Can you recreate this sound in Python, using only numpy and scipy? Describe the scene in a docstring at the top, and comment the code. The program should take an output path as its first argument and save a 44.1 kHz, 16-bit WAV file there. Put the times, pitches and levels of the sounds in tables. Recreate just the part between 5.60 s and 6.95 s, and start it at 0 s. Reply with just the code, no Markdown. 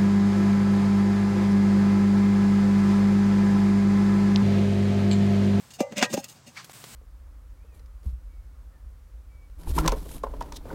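"""A light scrape and a knock: a steel lid is set down on a kettle grill outdoors.
It rasps and squeals along the rim as it sticks and slips, then clanks home and settles.
Each knock is a falling thud, a bright clash and the ring of lid and bowl. A glove slides off the
handle, and the hiss of the hot grill comes up, with a few ticks, over a low outdoor rumble."""
import sys
import numpy as np
from scipy import signal
from scipy.fft import rfft, irfft
from scipy.io import wavfile

SR = 44100
rng = np.random.default_rng(int(sys.argv[2]) if len(sys.argv) > 2 else 0)


def store_pcm(level_fs):
    """Save levels as 16-bit WAV."""
    pcm = np.round(np.clip(level_fs, -1, 1) * 32767).astype(np.int16)
    wavfile.write(sys.argv[1], SR, np.atleast_2d(pcm).T)


N = 59535
T = np.arange(N) / SR
RING_T = T[:SR // 2]

# The lid hits the bowl. Each row: start in seconds, thud level in dB, thud starting pitch in Hz, pitch
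# fall time in seconds, clash level in dB, brightness in dB per octave, lid and bowl ring levels in dB.
LID_KNOCKS = [(0.2048, -12.5, 950, .0021, -29.5, 2, -26, -76),
              (0.3225, -31, 500, 0.0014, -40.5, -3, -48, -86),
              (0.3796, -31, 358, 0.0027, -29.5, 3, -45.5, -68),
              (0.4263, -18, 448, 0.0019, -14.5, -2.4, -39.5, -31),
              (0.54, -20.5, 560, 0.00237, -25.5, 5, -37, -44),
              (0.5760, -18, 1175, 0.00165, -32, -2, -49, -61),
              (0.642, -56, 300, 0.0024, -32.5, 6, -57, -63)]
# Rim slides on rim. Each row: peak, rise and fall times in seconds, rasp level in dB, brightness in
# dB per octave, then the levels of lid groan, bowl groan and shudder in dB.
RIM_SCRAPES = [(0.108, 0.0028, 0.018, -48, 2.5, -85, -78, -63.5),
               (0.137, 0.0016, 0.028, -47.5, 6, -70, -91, -70),
               (0.205, 0.013, 0.02, -41, 0, -35, -52, -43.5),
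               (0.328, 0.015, .012, -56.5, -1.5, -65, -63, -40),
               (0.37, 0.0051, 0.0076, -39, 1, -52, -68, -38.5),
               (0.383, 0.015, 0.022, -32.5, -2.1, -39.5, -69, -34),
               (0.428, .014, 0.015, -24.5, -5, -46, -29.5, -31.5),
               (0.443, 0.006, .016, -31.5, -3, -49, -42, -37),
               (0.514, 0.015, 0.031, -43, 1.5, -45, -76, -40),
               (0.538, 0.0095, 0.016, -33.5, 4.5, -36, -55, -28.5),
               (0.573, 0.0078, 0.0048, -42.5, 0, -33.5, -65, -34.5),
               (0.591, 0.014, 0.019, -42, 5.5, -38, -53, -42),
               (0.645, 0.014, 0.015, -49, 1, -66, -56.5, -55),
               (0.686, 0.0029, 0.037, -45, 8.5, -55, -56.5, -61),
               (0.765, 0.012, 0.023, -59.5, 4, -67, -65, -59),
               (0.878, 0.012, .022, -49, 3, -55.5, -75, -50)]
# The rim catches. Each row: peak, rise and fall times in seconds, pitch in Hz, level in dB.
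RIM_SQUEALS = [(0.198, 0.0068, 0.024, 720, -38), (0.393, 0.028, 0.012, 590, -38),
               (0.431, 0.01, 0.0065, 748, -30), (0.543, 0.0045, .012, 550, -25.5),
               (0.588, 0.019, 0.013, 810, -37)]
# Small ticks. Each row: start in seconds, level in dB, brightness in dB per octave, fade time in seconds.
SMALL_TICKS = [(1.044, -41, 0.5, 0.0081), (1.096, -39.5, -3, 0.0038), (1.2407, -36, -2, 0.0057)]
# The tones a part rings with. Each row: pitch in Hz, relative level in dB, seconds to fade by 60 dB.
LID_TONES = [(503.7, -6.5, 0.35), (552, 3, 0.21), (585, -1, .25), (638, -8, 0.19), (746.7, -1, .13),
             (808, -13, 0.29), (916, -17.5, 0.31), (944, -22, .2), (1182, -19.5, 0.26), (1650, -35, .12),
             (2040, -23.5, 0.55), (2354, -12, 0.1), (2795, -14, 0.16), (6280, -19.5, 0.17)]
BOWL_TONES = [(494.3, -6.5, 0.26), (743, 11, 0.073), (846, -7, 0.29), (986.4, -6, 0.23), (1230, 1.5, 0.11),
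              (1617.6, 1.5, 0.34), (1855, -2, .12), (1893, -3.5, 0.29), (2375, -8, 0.15), (2525, -5, 0.14),
              (2620, 9, 0.075), (3420, -24, 0.12), (3345, -3.5, 0.11), (4877, 4.5, 0.096)]
RIM_TONES = [(1677, -23, 0.1), (1919, -4, 0.12), (2350, -7, 0.035), (2587, -4.5, 0.032), (2720, -4, 0.053),
             (2830, -1.5, 0.079), (3920, -6, 0.071), (3184, -10, 0.046), (3623, 0, 0.069),
             (4320, 3.5, 0.027), (4720, -3.5, 0.043), (4794, 2.5, 0.026), (5200, 2.5, 0.053),
             (6420, 3, 0.06), (6720, 2, 0.01), (7140, -3, 0.038)]
ROCKING_TONES = [(131.3, -12, 0.057), (180, -5.5, 0.052), (227.2, -0.5, 0.065), (269, -7, 0.032)]  # the whole kettle rocking
# The tone colour of each noise, from bass to treble. Each row: frequency in Hz, relative level in dB.
CLASH_COLOUR = [(100, -31), (350, -3), (600, -7), (1000, 0.5), (1500, -2), (2700, -1.5), (4000, -4.5),
                (6700, 0), (9500, -15.5), (16000, -18)]
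RASP_COLOUR = [(100, -48), (500, -10), (1200, -9.5), (2700, 1), (3900, -5), (6700, -3), (8500, -6),
               (10000, -16), (16000, -20)]
TICK_COLOUR = [(100, -6), (500, 3), (1500, -1.5), (4000, -0.5), (8000, -4), (16000, -9)]
GLOVE_COLOUR = [(200, -34), (700, -8.5), (1200, 1.5), (1800, 1.5), (3000, -6), (4500, -1), (8000, -12),
                (16000, -39)]
HISS_COLOUR = [(60, 12.5), (170, 14.5), (350, -4.5), (1200, -1), (3500, -1.5), (6500, -3.5), (8400, 1),
               (10000, -6.5), (16000, -6.5)]
RUMBLE_COLOUR = [(20, -22), (45, 2.5), (80, 3), (130, 4.5), (220, -11.5), (400, -15.5), (1000, -14),
                 (2500, -23.5), (8000, -22.5), (16000, -85)]
# How loud the grill hisses over time. Each row: time in seconds, level in dB.
HISS_CURVE = [(0, -53.5), (.1, -58.5), (.2, -64), (.3, -69), (.6, -60), (.75, -58.5), (.82, -69),
              (.95, -59.5), (1.09, -56.5), (1.115, -47), (1.15, -46), (1.22, -48.5), (1.28, -47),
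              (1.35, -43.5)]

THUD_END_HZ, THUD_RISE_S, THUD_FADE_S = 203.7, 0.00066, 0.0097
CLASH_RISE_S, CRACK_S, TAIL_DB, TAIL_RING_S = 0.00036, 0.0026, -7.5, 0.094
SLIPS_PER_S, FRICTION_DB, RIM_DB = 5000, -1, -1.5
RIM_SHIFT, WAVER_DEPTH, WAVER_HZ = 0.008, 0.022, 89  # shift and depth are shares of the pitch
SEATED_S, DAMPING_DB_PER_S = 0.5, 323
RUB_DB, SQUEAK_DB, SQUEAK_HZ, SQUEAK_RING_S = -43.5, -40, 2243, 0.014
POPS_DB, RUMBLE_DB = -6.5, -53
LOW_CUT_HZ, HIGH_CUT_HZ, DIP_DB = 121, 15900, -24


def knock(start, thud_db, top_hz, sweep_s, clash_db, bright_db, lid_db, bowl_db):
    """The lid hits the bowl: a thud, a clash of many crowded tones, and a few that ring on."""
    # High waves travel through the steel faster than low ones, so the thud falls in pitch.
    hz = THUD_END_HZ + (top_hz - THUD_END_HZ) * np.exp(-T / sweep_s)
    thud_shape = (1 - np.exp(-T / THUD_RISE_S)) * np.exp(-(T / THUD_FADE_S) ** 2)
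    thud = -np.sin(2 * np.pi * np.cumsum(hz) / SR) * thud_shape
    clash_fade = np.exp(-T / CRACK_S) + amp(TAIL_DB - 60 * T / TAIL_RING_S)
    clash = noise(CLASH_COLOUR, bright_db) * (1 - np.exp(-T / CLASH_RISE_S)) * clash_fade
    out = np.zeros(N)
    add(out, start, amp(thud_db) * thud + amp(clash_db) * clash)
    add(out, start, amp(lid_db) * ring(LID_TONES) + amp(bowl_db) * ring(BOWL_TONES))
    return out * seated_fade(start)


def seated_fade(start):
    """Once the lid lies on the bowl, each stops the other's ringing sooner."""
    return amp(-DAMPING_DB_PER_S * np.maximum(T - max(start, SEATED_S), 0))


def scrape(peak, rise, fall, rasp_db, bright_db, lid_db, bowl_db, shudder_db):
    """Tiny slips rasp in the rim, set lid and bowl groaning and shake the kettle."""
    slips = normalise(clicks(SLIPS_PER_S, spread_db=3))
    stroke = swell(peak, rise, fall)
    friction = colour(slips, RASP_COLOUR, bright_db)
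    # The rim's tones shift a little with the point of contact.
    rim = [(hz * (1 + RIM_SHIFT * rng.uniform(-1.02, 1)), db, ring_s) for hz, db, ring_s in RIM_TONES]
    rasp = amp(FRICTION_DB) * friction + amp(RIM_DB) * normalise(resonate(friction, rim))
    push = slips * stroke
    groan = amp(lid_db) * resonate(push, LID_TONES) + amp(bowl_db) * resonate(push, BOWL_TONES)
    rocking = resonate(slips, ROCKING_TONES)
    shudder = np.sqrt(2) * np.cos(np.angle(signal.hilbert(rocking)))  # the rocking at an even level
    return (amp(rasp_db) * rasp + amp(shudder_db) * shudder) * stroke + groan * seated_fade(peak)


def squeal(peak, rise, fall, hz, db):
    """The rim sticks and slips at a regular pace, making a short, slightly unsteady note."""
    smoothing = signal.butter(2, WAVER_HZ, fs=SR, output="sos")
    waver = normalise(signal.sosfilt(smoothing, rng.standard_normal(N)))
    pitch = hz * (1 + WAVER_DEPTH * waver)
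    note = normalise(np.sin(2 * np.pi * np.cumsum(pitch) / SR))
    return amp(db) * note * swell(peak, rise, fall)


def tick(db, bright_db, fade_s):
    """A tiny burst of noise that dies away at once."""
    return amp(db) * noise(TICK_COLOUR, bright_db) * np.exp(-T / fade_s)


def glove():
    """A short rub with a fuzzy squeak as the glove leaves the handle."""
    rub = colour(clicks(SLIPS_PER_S, spread_db=2), GLOVE_COLOUR)
    rub *= swell(peak=0.98, rise=0.021, fall=0.046)
    squeak = normalise(resonate(rng.standard_normal(N), [(SQUEAK_HZ, 0, SQUEAK_RING_S)]))
    squeak *= swell(peak=0.975, rise=0.01, fall=0.01)
    return amp(RUB_DB) * rub + amp(SQUEAK_DB) * squeak


def grill_hiss():
    """The hot grill hisses, with a fine crackle of tiny pops."""
    rush = rng.standard_normal(N)
    pops = normalise(clicks(per_second=3500, spread_db=4))
    level_db = np.interp(T, *np.transpose(HISS_CURVE))
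    return amp(level_db) * colour(rush + amp(POPS_DB) * pops, HISS_COLOUR)


def outdoor_rumble():
    """A low, steady noise behind everything."""
    return amp(RUMBLE_DB) * noise(RUMBLE_COLOUR)


def amp(db):
    """Turns decibels into a number to multiply a sound by."""
    return 10 ** (np.asarray(db) / 20)


def normalise(x):
    """Scales a sound to an average (rms) level of 1."""
    return x / np.sqrt(np.mean(x ** 2) + 1e-20)


def add(mix, start, sound):
    """Mixes a sound in at a start time in seconds."""
    part = mix[round(start * SR):][:len(sound)]
    part += sound[:len(part)]


def colour(x, points, bright_db=0):
    """Gives noise a tone colour, brightened by bright_db per octave, at an average level of 1."""
    hz = np.fft.rfftfreq(len(x), 1 / SR) + 1
    point_hz, point_db = np.transpose(points)
    shape_db = np.interp(np.log(hz), np.log(point_hz), point_db)
    tilt_db = bright_db * np.log2(np.maximum(hz, point_hz[1]))
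    return normalise(irfft(rfft(x) * amp(shape_db + tilt_db), len(x)))


def noise(points, bright_db=0):
    """Steady noise with a tone colour."""
    return colour(rng.standard_normal(N), points, bright_db)


def clicks(per_second, spread_db):
    """Random clicks of uneven size."""
    signs = rng.choice([-1., 1.], N)
    sizes = amp(spread_db * np.minimum(rng.exponential(1, N), 4))
    return signs * sizes * (rng.random(N) < per_second / SR)


def ring(tones):
    """The fading tones an object gives off after one tap."""
    return sum(amp(db - 60 * RING_T / ring_s) * np.sin(2 * np.pi * (hz * RING_T + rng.random()))
               for hz, db, ring_s in tones)


def resonate(force, tones):
    """Shakes an object with a force, so that its own tones stand out."""
    body = ring(tones)
    return signal.fftconvolve(force, body / np.linalg.norm(body))[:N]


def swell(peak, rise, fall):
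    """A smooth rise and fall around a peak, all in seconds."""
    return np.exp(-((T - peak) / np.where(T < peak, rise, fall)) ** 2)


def scene():
    """All the sounds, close to one microphone in the open air."""
    out = grill_hiss() + outdoor_rumble() + glove()
    out += sum(scrape(*row) for row in RIM_SCRAPES)
    out += sum(knock(*row) for row in LID_KNOCKS)
    out += sum(squeal(*row) for row in RIM_SQUEALS)
    for start, db, bright_db, fade_s in SMALL_TICKS:
        add(out, start, tick(db, bright_db, fade_s))
    return out[None]


def record(dry):
    """The microphone loses deep bass and the highest treble is cut; separately, the whole scene's level dips
    briefly once."""
    bass_cut = signal.butter(2, LOW_CUT_HZ, "highpass", fs=SR, output="sos")
    dip = amp(DIP_DB * swell(peak=1.1275, rise=0.0028, fall=0.0028))
    treble_cut = signal.firwin(511, HIGH_CUT_HZ, window=("kaiser", 9), fs=SR)
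    return signal.oaconvolve(signal.sosfilt(bass_cut, dry) * dip, treble_cut[None], "same")


dry = scene()
out = record(dry)
store_pcm(out)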